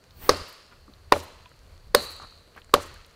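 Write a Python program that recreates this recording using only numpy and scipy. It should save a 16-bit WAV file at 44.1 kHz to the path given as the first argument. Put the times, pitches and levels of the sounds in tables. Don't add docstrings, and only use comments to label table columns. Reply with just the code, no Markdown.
import sys
import numpy as np
from scipy import signal
from scipy.fft import rfft, irfft
from scipy.io import wavfile

SR = 44100
rng = np.random.default_rng(int(sys.argv[2]) if len(sys.argv) > 2 else 0)


def makeup_ratio(level_db):
    decades = np.asarray(level_db, float) / 20
    return 10 ** decades


def transcribe(u):
    v = np.clip(np.atleast_2d(u).T, -1, 1)
    q = np.round(v * 32767).astype(np.int16)
    wavfile.write(sys.argv[1], SR, q)


N = 138915
LEAD_S = 1 / 100

# [t/s, low wood mode level/dB, upper wood mode f/Hz, upper wood mode level/dB, crack level/dB]
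BLOWS = [
    (0.2936, -1.5, 1135, -7.5, -4.5),
    (1.1231, -4, 988, -4.5, -7),
    (1.9486, -0.5, 1104, -13, -1),
    (2.7403, -3, 1137, -4.5, -2.5),
]


def rms_one(x):
    return x / np.sqrt(np.mean(x ** 2) + 1e-20)


def at_hz(points, hz, axis=1):
    table = np.array(points)
    return np.interp(np.log(np.maximum(hz, 1)), np.log(table[:, 0]), table[:, axis])


def in_time(rows):
    s, db = np.transpose(rows)
    return makeup_ratio(np.interp(np.arange(N) / SR, s, db))


def coloured(spectrum, size=N):
    hz = np.arange(size // 2 + 1) * SR / size
    white = rfft(rng.standard_normal(size))
    return rms_one(irfft(white * makeup_ratio(at_hz(spectrum, hz)), size))


def drift(rate):
    r = np.exp(-80 * np.pi * rate / SR)
    noise = rng.standard_normal(N // 40 + 2002)
    slow = signal.lfilter([1], [1, -2 * r, r * r], noise)[2000:]
    return np.interp(np.arange(N) / 40, np.arange(len(slow)), rms_one(slow))


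def band_pass(x, low_hz, high_hz, order=3):
    sos = signal.butter(order, [low_hz, high_hz], "band", fs=SR, output="sos")
    return signal.sosfilt(sos, x + 1e-18)


def ring(x, hz, t60):
    r = makeup_ratio(-60 / (t60 * SR))
    w = 2 * np.pi * hz / SR
    return signal.lfilter([0, np.sin(w)], [1, -2 * r * np.cos(w), r * r], x + 1e-18)


def modes(table, force, times=1, extra_db=0, signs=None):
    detune, uneven_db = 0.015, 2.5
    luck = rng.uniform(-1, 1, (len(table), 2))
    hz, db, t60 = np.transpose(table)
    signs = signs or np.where(np.arange(len(table)) < 3, 1, -1)
    hz = hz * times * (1 + detune * luck[:, 0])
    gain = makeup_ratio(db + extra_db + uneven_db * luck[:, 1]) * signs
    return sum(g * ring(force(f), f, d) for f, g, d in zip(hz, gain, t60))


def add(out, s, sound):
    i = int(s * SR)
    out[i:i + len(sound)] += sound[:len(out) - i]


def air():
    # [f/Hz, level/dB]
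    air_colour = [(150, -6), (260, -11), (520, -7), (800, -14.5), (1200, -12.5), (2000, -18), (5200, -24),
                  (16000, -34)]
    return makeup_ratio(-60 + 0.7 * drift(5.9)) * coloured(air_colour)


def insects():
    hiss = rms_one(band_pass(rng.standard_normal(N), 4000, 4700))
    return hiss * makeup_ratio(-68.5 + 1.5 * drift(13.0))


def breeze():
    # [t/s, level/dB]
    gusts = [(0, -70), (.14, -52), (.25, -46.5), (.42, -51), (.47, -82), (.65, -70), (.8, -55), (1.1, -54),
             (1.4, -52.5), (1.52, -63), (1.63, -51.5), (1.8, -55), (1.9, -44.5), (2.05, -50), (2.3, -57),
             (2.55, -61.5), (2.97, -49.5), (3.15, -61)]
    # [f/Hz, level/dB]
    rumble = [(12, -17.5), (25, 0.5), (50, -3), (81, 1.5), (125, -12.5), (200, -20.5), (300, -46.5),
              (660, -91)]
    return in_time(gusts) * makeup_ratio(2 * drift(6.8)) * coloured(rumble)


def fire():
    crackles_per_s, crackle_db = 25, -52
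    patter_per_s, patter_s = 120, 0.3
    t = np.arange(N) / SR
    rate = crackles_per_s
    for s, *_ in BLOWS:
        rate = rate + patter_per_s * (t > s) * np.exp(-np.abs(t - s) / patter_s)
    size = makeup_ratio(4.0 * np.minimum(rng.exponential(1, N), 2.5))
    clicks = (rng.random(N) < rate / SR) * size
    dealt = rng.integers(0, 8, N)
    out = np.zeros(N)
    for k, hz in enumerate(np.geomspace(2000, 14000, num=8)):
        out += ring(clicks * (dealt == k), hz, 6.0 / hz)
    return makeup_ratio(crackle_db) * out


def ticks():
    # [t/s, peak level/dB, f/Hz, ring/cycles]
    tick_events = [(.040, -45.5, 5040, 1.7), (0.108, -44.5, 4270, 8.1), (.528, -41.5, 10800, 4.8),
                   (.937, -40.5, 4230, 7.4), (1.458, -36.5, 3000, 3.9), (1.46, -47.5, 995, 62),
                   (1.516, -43, 1500, 4.3), (1.679, -56, 7800, 5), (2.164, -40, 11550, 5),
                   (2.199, -32, 1150, 9.7), (2.323, -45, 1250, 15.6), (2.475, -49, 528, 5.7),
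                   (2.55, -47, 2940, 10.2), (2.619, -44, 2820, 10), (2.645, -45.5, 7320, 4.9),
                   (2.694, -43, 1550, 3.3), (2.217, -43, 5200, 6), (2.224, -46, 6000, 7.3),
                   (2.565, -49, 13800, 8), (2.96, -46.5, 1644, 40), (2.941, -42, 9000, 3.3),
                   (3.047, -40.5, 4120, 3.9), (3.063, -46.5, 10500, 3.7)]
    out = np.zeros(N)
    puff_decay = makeup_ratio(-60 * np.arange(SR // 20) / SR / 0.011)
    for s, db, hz, cycles in tick_events:
        puff = rng.standard_normal(SR // 20) * puff_decay
        tick = ring(ring(puff, hz, cycles / hz), hz, 2.6 / hz)
        add(out, s, makeup_ratio(db) * tick / np.abs(tick).max())
    return out


def swish():
    # [t/s, level/dB]
    swing = [
        (0.08, -86),
        (0.108, -60),
        (0.116, -70),
        (0.23, -39.5),
        (0.285, -31.5),
    ]
    # [f/Hz, level/dB]
    cloth = [(200, -1), (1300, -9.5), (2600, -11.5), (7000, -23), (9200, -16.5), (11500, -24),
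             (13600, -7.5), (16000, -6)]
    t = np.arange(N) / SR
    fade_in = np.clip((t - 0.05) / 0.107, 0, 1)
    fade_out = np.clip((0.33 - t) / 0.1, 0, 1)
    return in_time(swing) * coloured(cloth) * fade_in * fade_out


def wood(t, rise, low_db, up_hz, up_db, low_pitch, landing_db):
    # [f/Hz, level/dB, t60/s]
    log_low = [(324, -11, .04), (423, -7, .075), (489, 2, 0.032), (590, -6.5, 0.089), (784, -6.5, 0.029)]
    # [f as a multiple of the blow's upper mode, level/dB, t60/s]
    log_up = [(.9, 1, 0.03), (1.0, 10.5, 0.021), (1.1, -2.5, 0.032), (1.45, -0.5, 0.022),
              (1.7, -11.5, 0.018), (2.4, -19.5, .02)]
    low_signs = [1, 1, 1, -1, -1]

    def bite(hz):
        return rise * np.cos(2 * np.pi * hz * t) / rise.sum() * 2

    low = makeup_ratio(low_db) * modes(log_low, bite, low_pitch, landing_db, low_signs) / 2
    return low - makeup_ratio(up_db) * modes(log_up, bite, up_hz) / 2


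def steel(stop, steel_db, high_db):
    # [f/Hz, level/dB, t60/s]
    head = [(3810, -3.5, 0.01), (4270, -2.5, 0.0085), (4800, -6, 0.0065), (6470, -10, .006)]
    # [f/Hz, level/dB, t60/s]
    head_high = [(8900, 0, .01), (9500, -3, .01), (13700, 0, .008)]
    low = makeup_ratio(steel_db) * modes(head, lambda hz: stop) / 2
    return low + makeup_ratio(high_db) * modes(head_high, lambda hz: stop)


def ground(t, ground_db):
    # [f/Hz, level/dB, t60/s]
    soil = [(66, -5.5, .16), (85, 3, 0.43), (119, -2, 0.19), (207, 10, .07), (250, -0.5, 0.021)]
    lag_s = 0.006
    after = np.maximum(t, 0)
    slow = after * np.exp(-after / lag_s)
    return makeup_ratio(ground_db) * modes(soil, lambda hz: slow / slow.sum()) * 2


def crack(t, rise, stop, crack_db):
    # [f/Hz, level/dB]
    fracture = [(880, -129), (1500, -1), (2300, -7.5), (5020, -6), (6760, -13.5), (16000, -22)]
    bite_db, burst_t60_s = -17, 0.0036
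    splinter_db, splinter_t60_s = -18.5, 0.05
    snap_db = 8
    after = makeup_ratio(-60 * t / burst_t60_s) + makeup_ratio(splinter_db - 60 * t / splinter_t60_s)
    shape = np.where(t < 0, makeup_ratio(bite_db) * rise, after)
    snap = makeup_ratio(snap_db) * band_pass(stop, 2600, 5600, order=1)
    return makeup_ratio(crack_db) * (shape * coloured(fracture, size=len(t)) + snap)


def blow(low_db, up_hz, up_db, crack_db, ground_db, steel_db, high_db, low_pitch, landing_db):
    bite_s = 0.0011
    t = np.arange(SR // 2) / SR - LEAD_S
    rise = np.exp(np.minimum(t, 0) / bite_s) * (t <= 0)
    stop = 1.0 * (np.arange(len(t)) == SR // 100)
    struck = wood(t, rise, low_db, up_hz, up_db, low_pitch, landing_db) + steel(stop, steel_db, high_db)
    return struck + ground(t, ground_db) + crack(t, rise, stop, crack_db)


def trees():
    # [f/Hz, level/dB, t60/s]
    trunks = [(62, -13.5, 0.65), (198, 1.5, 0.33), (530, -1, 0.63), (1200, -9, 0.81), (3000, 5, 1),
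              (5100, 9, 0.99), (9000, 1.5, 0.86), (15300, -9, 0.76)]
    near_t60_s, near_db, scatter_rise_s = 0.12, 7, 0.012
    t = np.arange(SR) / SR
    white = rng.standard_normal((2, SR))
    limits = 40 * 2 ** np.arange(0, 9, .5)
    near = makeup_ratio(near_db - 60 * t / near_t60_s)
    out = np.zeros(SR)
    for k, (low, high) in enumerate(zip(limits, limits[1:])):
        hz = np.sqrt(low * high)
        band = band_pass(white[k % 2], low, high, order=2)
        far = makeup_ratio(-60 * t / at_hz(trunks, hz, axis=2))
        out += makeup_ratio(at_hz(trunks, hz)) * band * (far + near)
    return out * (1 - np.exp(-(t / scatter_rise_s) ** 2))


def chopping():
    # [ground level/dB, steel level/dB, high steel level/dB, low wood pitch as a multiple]
    extras = [(-19.5, 1.5, -28.5, 1.01), (-19.5, -6.5, -36, .98), (-29, 7.5, -5.5, .99),
              (-23.5, -2.5, -37, .98)]
    # [level/dB, one per mode]
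    landings = [(0.5, 1, 1.1, 0.1, -3.5), (5, 2.6, -2, 1.1, 3), (-22, -4, 0.6, 0.1, -5),
                (0, -0.5, 3, 2.6, 1.5)]
    # [wood level/dB, crack level/dB, steel level/dB, steel band from f/Hz, to f/Hz]
    scatter = [(-47, -47, -45.5, 4000, 5400), (-50, -56.5, -47, 4000, 4200),
               (-49, -46.5, -34.5, 3844, 4600), (-50, -54.5, -54, 3900, 4800)]
    far_wood_hz, far_wood_t60_s = 558, 0.0071
    far_high_db = -44
    out = np.zeros(N)
    click = 1.0 * (np.arange(SR // 20) == 0)
    for (s, *body), metal, landing_db, far in zip(BLOWS, extras, landings, scatter):
        add(out, s - LEAD_S, blow(*body, *metal, np.array(landing_db)))
        wood_db, crack_db, steel_db, *steel_hz = far
        up_hz, high_db = body[1], metal[2]
        knock = ring(click, far_wood_hz, far_wood_t60_s) + 2.01 * ring(click, up_hz, far_wood_t60_s)
        clang = band_pass(click, *steel_hz, order=2) * 2
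        high = makeup_ratio(high_db + far_high_db) * band_pass(click, 8300, 9500, order=1)
        sent = makeup_ratio(crack_db) * click - makeup_ratio(wood_db) * knock + makeup_ratio(steel_db) * clang + high
        add(out, s, signal.fftconvolve(sent, trees()))
    return out


def rebounds():
    # [t/s, level/dB, f/Hz, t60/s]
    taps = [(.2955, -13, 1200, 0.011), (1.1252, -14, 940, 0.017), (1.1244, -10.5, 1270, .02),
            (1.1245, -14.5, 1850, 0.02), (0.295, -13, 1880, 0.014), (1.1235, -18.5, 3350, 0.0052),
            (2.22, -36, 1230, 0.023), (2.232, -37.5, 1140, .02), (2.247, -40.5, 1300, .02),
            (.2985, -12, 5400, .008), (.301, -26.5, 1550, .012), (.333, -28, 1200, .012),
            (.336, -26, 590, .04), (.347, -28, 4500, .006), (1.127, -18, 4500, .008),
            (1.128, -18.5, 2800, .01), (1.132, -20, 1500, .012), (1.137, -18, 2300, .01),
            (1.137, -19.5, 750, .025), (1.155, -29, 850, .02), (1.161, -23, 1200, 0.0093),
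            (1.165, -23, 570, .04), (1.178, -38, 900, .02), (1.952, -14, 4800, .012),
            (1.953, -18, 1400, .015), (1.988, -31, 1300, .01), (1.997, -35, 740, .02),
            (2.744, -16, 3100, .012), (2.748, -15, 1400, .015), (2.764, -20, 750, .02),
            (2.779, -27, 1000, .012), (2.782, -27, 580, .045), (2.801, -30, 1200, .015),
            (.880, -44.5, 1180, .03), (2.618, -41, 3600, .005)]
    out = np.zeros(N)
    click = 1.0 * (np.arange(SR // 10) == 0)
    for s, db, hz, t60 in taps:
        tap = ring(click, hz, 3.0 / hz)
        knock = ring(tap, hz, t60) + 0.7 * ring(tap, 1.09 * hz, t60 / 2)
        add(out, s, makeup_ratio(db) * knock / np.abs(knock).max())
    return out


def showers():
    # [t/s, length/s, level/dB, f/Hz]
    falls = [(0.371, 0.012, -46.5, 9000), (0.418, 0.016, -35.5, 48.6), (0.491, 0.024, -52.5, 12640),
             (0.725, 0.028, -52.5, 1440), (0.896, 0.028, -51.5, 250), (1.171, 0.064, -47.5, 9000),
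             (1.201, 0.022, -43.5, 5600), (1.236, 0.032, -52.5, 11100), (2.028, 0.074, -45.5, 9020),
             (2.114, 0.037, -50.5, 11200), (2.03, .09, -53, 14000), (2.204, 0.0079, -51, 1290),
             (2.237, 0.054, -49, 1200), (2.565, 0.0053, -44, 1120), (2.579, 0.027, -45, 1620),
             (2.822, 0.035, -45.5, 7564), (2.866, 0.025, -55, 9000)]
    chips_per_s, spread_db, ring_cycles = 2500, 3.5, 4.0
    out = np.zeros(N)
    t = np.arange(SR // 8) / SR - 1 / 16
    for s, length, db, hz in falls:
        hits = rng.random(len(t)) < chips_per_s / SR
        size = makeup_ratio(spread_db * np.minimum(rng.exponential(1, len(t)), 2))
        size = size * rng.choice([-1, 1], len(t))
        grains = rms_one(ring(hits * size, hz, ring_cycles / hz))
        add(out, s - 1 / 16, makeup_ratio(db) * grains * np.exp(-(2 * t / length) ** 2))
    return out


def far_chirp():
    # [t/s, length/s, level/dB]
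    bursts = [
        (2.13, .03, -58),
        (2.162, .02, -59),
        (2.192, .015, -64),
    ]
    out = np.zeros(N)
    t = np.arange(SR // 8) / SR - 1 / 16
    for s, length, db in bursts:
        add(out, s - 1 / 16, makeup_ratio(db) * np.sin(2 * np.pi * 7800 * t) * np.exp(-(2 * t / length) ** 2))
    return out


def scene():
    around = air() + insects() + breeze() + fire() + ticks() + swish()
    return (around + chopping() + rebounds() + showers() + far_chirp())[None]


def top_cut(x):
    return signal.sosfilt(signal.butter(12, 16450, fs=SR, output="sos"), x)


def record(dry):
    top, knee = makeup_ratio(0.3), 6.0
    clipped = dry / (1 + np.abs(dry / top) ** knee) ** (1 / knee)
    low_pass = signal.cheby2(12, 62, 16600, fs=SR, output="sos")
    mix = signal.sosfilt(low_pass, clipped)
    return top_cut(mix)


dry = scene()
out = record(dry)
transcribe(out)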